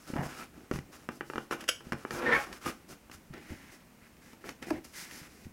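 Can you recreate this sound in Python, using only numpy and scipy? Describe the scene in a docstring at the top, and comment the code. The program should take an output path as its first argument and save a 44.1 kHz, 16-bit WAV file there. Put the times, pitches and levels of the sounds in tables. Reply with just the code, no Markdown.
"""Fingers brush and bump a cardboard box, close to a mono microphone over a desk in a small room.
The strained board lets go in single ticks that ring the hollow box, and a flap snaps free.
The box is tipped with a squeaky stick-slip scrape; then the inner box slides in its sleeve and
groans once. The desk and nearby walls add a short tail, with quiet room tone underneath."""
import sys
import numpy as np
from scipy import signal
from scipy.fft import rfft, irfft
from scipy.io import wavfile

SR = 44100
rng = np.random.default_rng(int(sys.argv[2]) if len(sys.argv) > 2 else 0)


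def bounce(signal):
    """Save signal as a 16-bit WAV file at the path given by the first command-line argument."""
    frames = np.transpose(np.atleast_2d(signal))
    limited = np.clip(frames, -1, 1)
    pcm = np.round(limited * 32767).astype(np.int16)
    wavfile.write(sys.argv[1], SR, pcm)


N = 243431
TIME = np.arange(N) / SR
TAIL = TIME[:SR // 2]  # time axis of one short sound


def undb(db):
    """Decibels to gain."""
    return 10 ** (np.asarray(db) / 20)


def unit(x):
    """Scale to rms 1."""
    return x / np.sqrt(np.mean(x ** 2))


def unit_peak(x):
    """Scale to peak 1."""
    return x / np.abs(x).max()


def fade(t60_s):
    """Exponential decay from 1, down 60 dB after t60_s."""
    return np.exp(-np.log(1000) * TAIL / t60_s)


def burst(t60_s):
    """White noise that dies away."""
    return rng.standard_normal(len(TAIL)) * fade(t60_s)


def wander(rate_hz):
    """Random motion with a spread near 1."""
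    return np.interp(TIME * rate_hz, np.arange(N), rng.standard_normal(N))


def add(track, start_s, sound):
    """Mix a sound in at a time."""
    i = int(start_s * SR)
    track[i:i + len(sound)] += sound[:N - i]


def through(x, response):
    """Pass a sound through an impulse response."""
    return signal.fftconvolve(x, response)[:len(x)]


def colour(x, points, size=4096):
    """Minimum-phase filter through (freq_hz, gain_db) points."""
    hz, db = np.transpose(points)
    bins_hz = np.arange(size // 2 + 1) * SR / size
    gain = undb(np.interp(np.log(bins_hz + 1), np.log(hz), db))
    cepstrum = irfft(np.log(gain))[:size // 2]
    cepstrum[0] /= 2
    return through(x, irfft(np.exp(rfft(2 * cepstrum, size))))


def ring(modes, detune=0):
    """Decaying modes with unit energy; detune is the grip shifting each a little."""
    out = np.zeros(len(TAIL))
    for hz, db, t60_s in modes:
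        pitch_hz = hz * (1 + detune * rng.standard_normal())
        out += undb(db) * fade(t60_s) * np.sin(2 * np.pi * (pitch_hz * TAIL + rng.random()))
    return out / np.linalg.norm(out)


def grains(per_s, spread_db):
    """Fibres catching at random moments with varying force."""
    force = undb(spread_db * np.minimum(rng.standard_exponential(N), 2 * np.pi))
    return unit(rng.standard_normal(N) * force * (rng.random(N) < per_s / SR))


def stroke(start_s, length_s, attack_s, release_s):
    """Gain of one movement: it gathers speed, more slowly if it is long, holds, then dies away."""
    rise_s = attack_s + 0.14 * length_s
    rise = np.sin(np.pi / 2 * np.clip((TIME - start_s) / rise_s, 0, 1)) ** 2
    return rise * np.exp(-np.clip((TIME - start_s - length_s) / release_s, 0, 20))


# Room tone at the microphone: freq_hz, gain_db
ROOM_TONE_COLOUR = [(15, -14), (25, -12), (53, 0.5), (101, -5.5), (221, 0), (340, -7.5), (482, -10.5),
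                    (1140, -15.5), (1750, -16.5), (2490, -17.5), (3630, -25), (5580, -24.5), (15500, -28)]
def room_tone(level_db=-58.5):
    """The small room's steady, low background noise."""
    return undb(level_db) * unit(colour(rng.standard_normal(N), ROOM_TONE_COLOUR))


def room(x, t60_s=0.25, wet_db=-11):
    """The close sound, then 5 ms later a short tail from the desk and nearby walls."""
    reflections = burst(t60_s) * (TAIL > 0.005)
    tail = colour(reflections, [(60, 0), (250, 3), (2000, -0.5), (6000, 2), (16000, -1.5)])
    return x + undb(wet_db) * through(x, tail / np.linalg.norm(tail))


# Modes of the hollow box: pitch_hz, level_db, t60_s
BOX_MODES = [(140, -4.5, 0.27), (225.7, -0.5, 0.22), (288, 1.5, 0.2), (345.1, 2, 0.29), (457, 2.5, 0.17),
             (547.7, -4, 0.25), (620, -8, 0.14), (828, -0.5, 0.16), (953, -5, 0.13), (1050, -12, 0.04),
             (1090, -17, 0.078), (1274, 1, 0.037), (1317, -1, 0.14), (1490, -15, 0.076), (1625, -12, 0.14),
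             (1790, -7, 0.061), (1837, -24.5, 0.98), (1880, -9, 0.16), (2346, -3.5, 0.12), (2450, -9, 0.17),
             (2840, -11, 0.25), (3500, -21, 0.25)]
def with_box_ring(x, ring_db):
    """A contact sound plus the ringing it drives in the box, ring_db relative to it."""
    return x + undb(ring_db) * np.std(x) * unit(through(x, ring(BOX_MODES)))


# Shaken panels and brushing paper fibres: freq_hz, gain_db
RUMBLE_COLOUR = [(25, -28.5), (50, 2.5), (90, -8.5), (180, -1), (320, 4.5), (450, -7.5), (800, -8.5),
                 (1500, -41)]
HISS_COLOUR = [(1500, -36), (3000, -4), (3900, -1.5), (5200, 4), (6800, 1), (8200, -2.5), (10500, -1.5),
               (13000, -6), (16000, -10)]
def friction(strokes, rasp_colour, attack_s, release_s, grains_per_s, spread_db, ring_db):
    """Each stroke rasps on the board's grain, hisses over fine fibres and shakes the panels."""
    rumble = unit(colour(grains(per_s=900, spread_db=0.5), RUMBLE_COLOUR))
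    rasp = colour(grains(grains_per_s, spread_db), rasp_colour)
    rasp = unit(with_box_ring(rasp, ring_db))
    hiss = colour(grains(per_s=14000, spread_db=0), HISS_COLOUR)
    hiss = unit(hiss * undb(0.5 * wander(120)))  # the fibres catch unevenly
    out = np.zeros(N)
    for start_s, length_s, rasp_db, hiss_db, rumble_db in strokes:
        blend = undb(rasp_db) * rasp + undb(hiss_db) * hiss + undb(rumble_db) * rumble
        out += stroke(start_s, length_s, attack_s, release_s) * blend
    return out


# Pushes of the inner box: start_s, length_s, rasp_db, hiss_db, rumble_db
SLIDES = [(3.32, 0.056, -54, -76, -49), (3.36, 0.4, -59, -66, -63.5), (3.478, 0.053, -60.5, -65.5, -51),
          (3.708, 0.027, -85, -61, -65), (3.78, 0.067, -69, -84, -81), (4, 0.079, -64.5, -75, -73),
          (4.2, 0.13, -64, -65.5, -65), (4.4, .04, -64.5, -71, -62), (4.438, 0.068, -52, -56.5, -48.5),
          (4.612, 0.026, -48.5, -57.5, -46.5), (4.655, 0.046, -52.5, -55.5, -45.5),
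          (4.715, 0.063, -54.5, -69, -44.5), (4.835, 0.015, -54.5, -51.5, -53),
          (4.87, 0.055, -75, -66, -66), (4.918, .125, -53, -52.5, -68), (4.948, 0.072, -58.5, -52.5, -66),
          (5.03, 0.24, -56.5, -60, -61.5), (5.095, 0.094, -65.5, -57, -69), (5.28, 0.18, -66, -64.5, -63)]
# Board on board: freq_hz, gain_db
SLIDE_COLOUR = [(300, -26), (750, -9), (1200, -3), (1550, 1), (2050, 4), (2450, -1.5), (3000, -6.5),
                (3800, -12), (8000, -28)]
def sleeve_slides():
    """The inner box slides in its sleeve with a fine, dense rasp."""
    return friction(SLIDES, SLIDE_COLOUR, attack_s=0.014, release_s=0.016,
                    grains_per_s=9900, spread_db=1.6, ring_db=-13.5)


# Rubbing fingers and the tipping box, close up: start_s, length_s, rasp_db, hiss_db, rumble_db
RASPS = [(-.02, 0.083, -64, -62.5, -67), (.06, 0.058, -53, -55.5, -51), (.12, 0.11, -61, -60.5, -46),
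         (.22, 0.048, -48, -52.5, -58), (.272, 0.083, -50, -56.5, -53), (.358, 0.054, -46.5, -53, -52.5),
         (.41, 0.032, -51.5, -58, -51.5), (.518, 0.14, -65, -70.5, -56), (.715, 0.054, -51, -53.5, -58),
         (.79, 0.12, -82, -87, -60.5), (.91, 0.053, -55.5, -58, -60), (.975, 0.072, -65, -66.5, -61),
         (1.1, 0.073, -68, -62.5, -61), (1.23, 0.21, -74, -63, -61), (1.503, .03, -37.5, -46.5, -46),
         (1.575, 0.057, -52.5, -63, -49), (1.83, 0.068, -60, -64, -52.5), (1.955, .08, -57.5, -63.5, -58),
         (2.05, 0.092, -59, -64, -58), (2.1, .095, -49, -50.5, -49), (2.2, 0.094, -48, -60, -48.5),
         (2.31, 0.071, -35, -50.5, -43), (2.38, 0.062, -45.5, -51, -60), (2.45, 0.08, -55.5, -64.5, -50),
         (2.515, 0.062, -54.5, -58.5, -62), (2.6, 0.084, -50.5, -55.5, -67),
         (2.642, .058, -40.5, -48, -40.5), (2.74, .1, -69, -74, -66), (2.875, 0.055, -53.5, -55, -51),
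         (3.112, 0.038, -55, -55.5, -57)]
# Rasp of the outer board: freq_hz, gain_db
RASP_COLOUR = [(200, -17), (500, -1), (900, 1.5), (1300, 8), (1900, 1.5), (2700, -1), (3800, -11),
               (8000, -54.5)]
def surface_rasps():
    """Rasp and hiss of rubbing fingers and of the box scraping as it tips."""
    return friction(RASPS, RASP_COLOUR, attack_s=0.016, release_s=0.014,
                    grains_per_s=3000, spread_db=-0.8, ring_db=-10.5)


def scrape(curve, board_colour, slip_hz, speed_up, jitter, grit, force_spread_db, ring_db, trim_db):
    """Uneven stick-slip pulses shake the board and box; their rate grows by the factor speed_up."""
    times_s, levels_db = np.transpose(curve)
    rate_hz = slip_hz * speed_up ** np.interp(TIME, (times_s[0], times_s[-1]), (0, 1))
    cycles = np.cumsum(rate_hz * np.exp(jitter * wander(300))) / SR
    pulses = np.diff(np.floor(cycles), prepend=0)  # one slip per cycle
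    slips = pulses * undb(force_spread_db * wander(400)) / np.sqrt(rate_hz)
    drive = unit(slips - slips.mean()) + grit * rng.standard_normal(N)
    moving = (TIME >= times_s[0]) & (TIME <= times_s[-1])
    swell = undb(np.interp(TIME, times_s, levels_db + trim_db)) * moving
    return with_box_ring(unit(colour(drive, board_colour)) * swell, ring_db)


# Swell of the drag across the lid: time_s, level_db
DRAG_SWELL = [(.155, -40.5), (.19, -33.5), (.275, -42.5), (.292, -52)]
# The lid under the fingertips: freq_hz, gain_db
DRAG_COLOUR = [(40, -12), (90, -6), (140, 3.5), (300, -1.5), (420, -10), (650, 0), (1000, -6.5),
               (1400, -18), (1800, -7.5), (2500, -25), (4000, -47), (15000, -43)]
def lid_drag():
    """Fingertips stutter over the lid, sticking and slipping almost regularly."""
    return scrape(DRAG_SWELL, DRAG_COLOUR, slip_hz=137.2, speed_up=1.1, jitter=0.101, grit=0.66,
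                  force_spread_db=2.5, ring_db=-15, trim_db=-1.5)


# Swell of the scrape as the box tips: time_s, level_db
TIPPING_SWELL = [(2.107, -55), (2.145, -41), (2.22, -35), (2.32, -27.5), (2.362, -38), (2.395, -57),
                 (2.46, -51)]
# The scraping board: freq_hz, gain_db
TIPPING_COLOUR = [(25, -28), (60, -2), (130, -10), (260, -0.5), (340, -8), (470, 2.5), (690, -6),
                  (900, -3.5), (1150, -2.5), (1500, -2.5), (2200, -10), (2900, -17.5), (4000, -23),
                  (15000, -47)]
def tipping_scrape():
    """The box tips with ragged slips that come faster and faster."""
    return scrape(TIPPING_SWELL, TIPPING_COLOUR, slip_hz=150.2, speed_up=3.5, jitter=0.6, grit=1,
                  force_spread_db=1, ring_db=-0.5, trim_db=-3.5)


def judder(events, sag_hz_per_s, attack_s, release_s, waver, waver_hz, rough_db, overtone_db):
    """Stick-slip locked to one resonance: a rough tone with weak overtones that sags while it lasts."""
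    out = np.zeros(N)
    for start_s, length_s, hz, db in events:
        pitch_hz = hz - sag_hz_per_s * np.clip(TIME - start_s, 0, length_s)
        phase = 2 * np.pi * np.cumsum(pitch_hz * (1 + waver * wander(waver_hz))) / SR
        tone = np.sin(phase) + undb(overtone_db) * (np.sin(2 * phase) + 0.5 * np.sin(3 * phase))
        rough_tone = unit(tone * undb(rough_db * wander(waver_hz)))
        out += undb(db) * rough_tone * stroke(start_s, length_s, attack_s, release_s)
    return out


# One groan and its faint trailing end: start_s, length_s, pitch_hz, level_db
GROAN = [(4.707, 0.015, 321, -25.5), (4.74, 0.028, 296, -47)]
def panel_groan():
    """A panel judders as the sleeve lets go."""
    return judder(GROAN, sag_hz_per_s=1130, attack_s=0.0041, release_s=0.0054,
                  waver=0.0199, waver_hz=230, rough_db=1.5, overtone_db=-12.5)


# Squeaks, most of them as the box tips: start_s, length_s, pitch_hz, level_db
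SQUEAKS = [(.378, 0.0076, 1327, -48), (2.252, .05, 1810, -32.5), (2.27, 0.081, 848, -41),
           (2.312, 0.042, 1783, -25), (2.32, 0.026, 982, -38), (2.312, 0.026, 1990, -29.5),
           (2.338, 0.026, 2216, -28), (2.345, 0.035, 1086, -34.5), (2.355, 0.012, 1618, -29.5),
           (2.365, 0.033, 842, -44), (2.652, 0.037, 1233, -39)]
def squeaks():
    """Edges and fingertips stick and slip in rough squeals that set the box ringing."""
    squeals = judder(SQUEAKS, sag_hz_per_s=185, attack_s=0.0075, release_s=0.0096,
                     waver=0.0298, waver_hz=900, rough_db=4.5, overtone_db=-24.5)
    return with_box_ring(squeals, ring_db=-8)


# Soft bumps, and the ring of a sharper knock: start_s, peak_db, pitch_hz
PANEL_TONES = [(0.101, -30.5, 247), (0.1351, -25.5, 248), (.161, -22.5, 230), (0.1921, -24.5, 172),
               (.262, -32.5, 143), (.7135, -21, 293), (.722, -30.5, 455), (.738, -27, 170), (.748, -36, 55),
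               (.759, -29, 162), (.788, -29.5, 140), (1.091, -31.5, 241), (1.511, -28.5, 318),
               (1.869, -34, 203), (1.9209, -25.5, 202), (1.942, -33.5, 139), (2.138, -37, 130),
               (2.666, -33, 185), (2.91, -51, 210), (3.148, -46, 90), (3.302, -40, 137),
               (3.308, -37.5, 140), (3.505, -36.5, 75), (3.521, -32.5, 243), (4.332, -47, 224),
               (4.708, -23, 767), (4.728, -40, 75), (5.216, -41, 162), (5.456, -40, 84.5),
               (5.467, -35, 200)]
def panel_tones(contact_s=0.00069, swings=4.56):
    """Short damped tones: a bumped or knocked panel swings a few times and dies away."""
    out = np.zeros(N)
    onset = 1 - np.exp(-TAIL / contact_s)
    for start_s, db, hz in PANEL_TONES:
        swing = np.sin(2 * np.pi * hz * TAIL) * fade(swings / hz) * onset
        add(out, start_s, undb(db) * unit_peak(swing))
    return out


# The flap slips twice, then snaps free: start_s, crunch_peak_db, crunch_t60_s
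SNAPS = [(1.606, -37, 0.055), (1.6788, -27.5, 0.067), (1.6876, -12.5, 0.03)]
# Crunch of its edge: freq_hz, gain_db
SNAP_COLOUR = [(120, -37), (300, -12), (520, -1), (850, -22), (1300, -4.5), (1900, -1), (2250, -9.5),
               (3100, 5), (3800, -15), (4500, -12), (5100, -5), (8000, -13.5), (8800, -17), (10800, -10.5),
               (15500, -28)]
# Modes of the flap: pitch_hz, level_db, t60_s
FLAP_MODES = [(505, -31, .25), (1545, 11, 0.1), (1925, 9, 0.06), (2260, 0, 0.24), (2980, -0.5, 0.31),
              (3270, 7, 0.078), (4600, -9.5, 0.18), (5240, -3, 0.17), (5561, -11, 0.1), (6800, -13, 0.12),
              (7950, 6, 0.08)]
def flap_snaps(attack_s=0.0022, ring_db=-9):
    """The flap's edge crunches past the box wall and leaves the flap ringing."""
    out = np.zeros(N)
    onset = 1 - np.exp(-TAIL / attack_s)
    for start_s, db, t60_s in SNAPS:
        crunch = unit_peak(colour(burst(t60_s) * onset, SNAP_COLOUR))
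        ringing = undb(ring_db) * np.linalg.norm(crunch) * ring(FLAP_MODES)
        add(out, start_s, undb(db) * (crunch + ringing))
    return out


# Cracking board heard close up: freq_hz, gain_db
CRACK_COLOUR = [(500, -51), (1900, 8.5), (2800, 2.5), (3500, -6.5), (4400, -5), (5400, -1.5), (8000, -13.5),
                (12000, -13.5), (16000, -28)]
def crack(t60_s):
    """Strained board gives way in a short, bright burst."""
    return unit_peak(colour(burst(t60_s), CRACK_COLOUR))


def sleeve_creaks(from_s=4.01, to_s=4.31, max_peak_db=-52, range_db=2, count=6):
    """The strained sleeve gives tiny cracks at random moments while the box is held up."""
    out = np.zeros(N)
    for moment, force in rng.random((count, 2)):
        peak_db = max_peak_db - range_db * (1 - force)
        add(out, from_s + moment * (to_s - from_s), undb(peak_db) * crack(t60_s=0.013))
    return out


# Ticks close to the microphone: start_s, knock_peak_db, relative_crack_db, extra_ring_db
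TICKS = [(.1385, -29.5, -16, 6), (.165, -25.5, -21, 3.5), (0.183, -28.5, -20, 7), (.197, -31, -22, 4),
         (0.2327, -26.5, -29, -4), (.713, -21.5, -16, 1.5), (0.737, -38.5, 3.5, -8), (.759, -29, -8.5, -2),
         (0.788, -31, -5, -10), (1.0896, -18.5, -20.5, -3), (1.209, -22, -27, -1), (1.3, -23.5, -19, -2),
         (1.3355, -25, -20, -3), (1.358, -22, -18, 2.5), (1.381, -17.5, -18.5, -5), (1.511, -19.5, -13, -7),
         (1.526, -23, -23, 6), (1.64, -35, -3.5, -12), (1.807, -36.5, -10, 5.5), (1.922, -17.5, -13, -0.5),
         (1.931, -22.5, -11.5, -1.5), (2.051, -21.5, -30, -5), (2.1079, -24.5, -7, 6.5),
         (2.47, -35, -14, -13), (2.528, -38, 3.5, -2), (2.662, -23.5, -23, 2), (3.098, -37, -18, -9),
         (3.1143, -41.5, 1, 0), (3.338, -38, -4, 5), (3.379, -44.5, -2, 7), (4.332, -43, -6, 7),
         (4.442, -37.5, -14, 6), (4.491, -32, 2.5, 0), (4.626, -39.5, 3.5, 12), (4.705, -27.5, -2, -17),
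         (4.708, -28, -25, 5), (4.849, -45.5, -3, 10), (5.111, -44.5, 6.5, 4), (5.447, -48.5, 1, -7)]
# The knock in each tick: freq_hz, gain_db
KNOCK_COLOUR = [(40, -9), (130, -12), (300, 4), (700, -6.5), (1350, 1), (2000, -7.5), (2400, -21.5),
                (2850, -10.5), (3600, -31.5), (5000, -39.5), (16000, -51)]
def board_ticks(flutter=0.074, ring_db=-4):
    """Each release is a sharp push, a brief flutter across the board, a crack and the box's ring."""
    out = np.zeros(N)
    for start_s, db, crack_db, extra_ring_db in TICKS:
        drive = flutter * burst(t60_s=0.025)
        drive[0] -= 1  # the sharp push
        knock = unit_peak(colour(drive, KNOCK_COLOUR))
        treble = undb(crack_db) * crack(t60_s=0.023)
        body = undb(ring_db + extra_ring_db) * np.linalg.norm(knock) * ring(BOX_MODES, detune=0.0254)
        add(out, start_s, undb(db) * (knock + body + treble))
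    return out


def scene():
    """All the handling at one close microphone over the desk, with the room's tail and steady tone."""
    rubbing = lid_drag() + tipping_scrape() + surface_rasps() + sleeve_slides() + panel_groan()
    impacts = board_ticks() + sleeve_creaks() + panel_tones() + flap_snaps()
    handling = rubbing + impacts + squeaks()
    background = room_tone()
    return (room(handling) + background)[None]


def record(dry):
    """The recorder cuts the top steeply above 15.85 kHz."""
    lowpass = signal.ellip(10, 0.2, 70, 15850, fs=SR, output="sos")
    return signal.sosfilt(lowpass, dry)


dry = scene()
out = record(dry)
bounce(out)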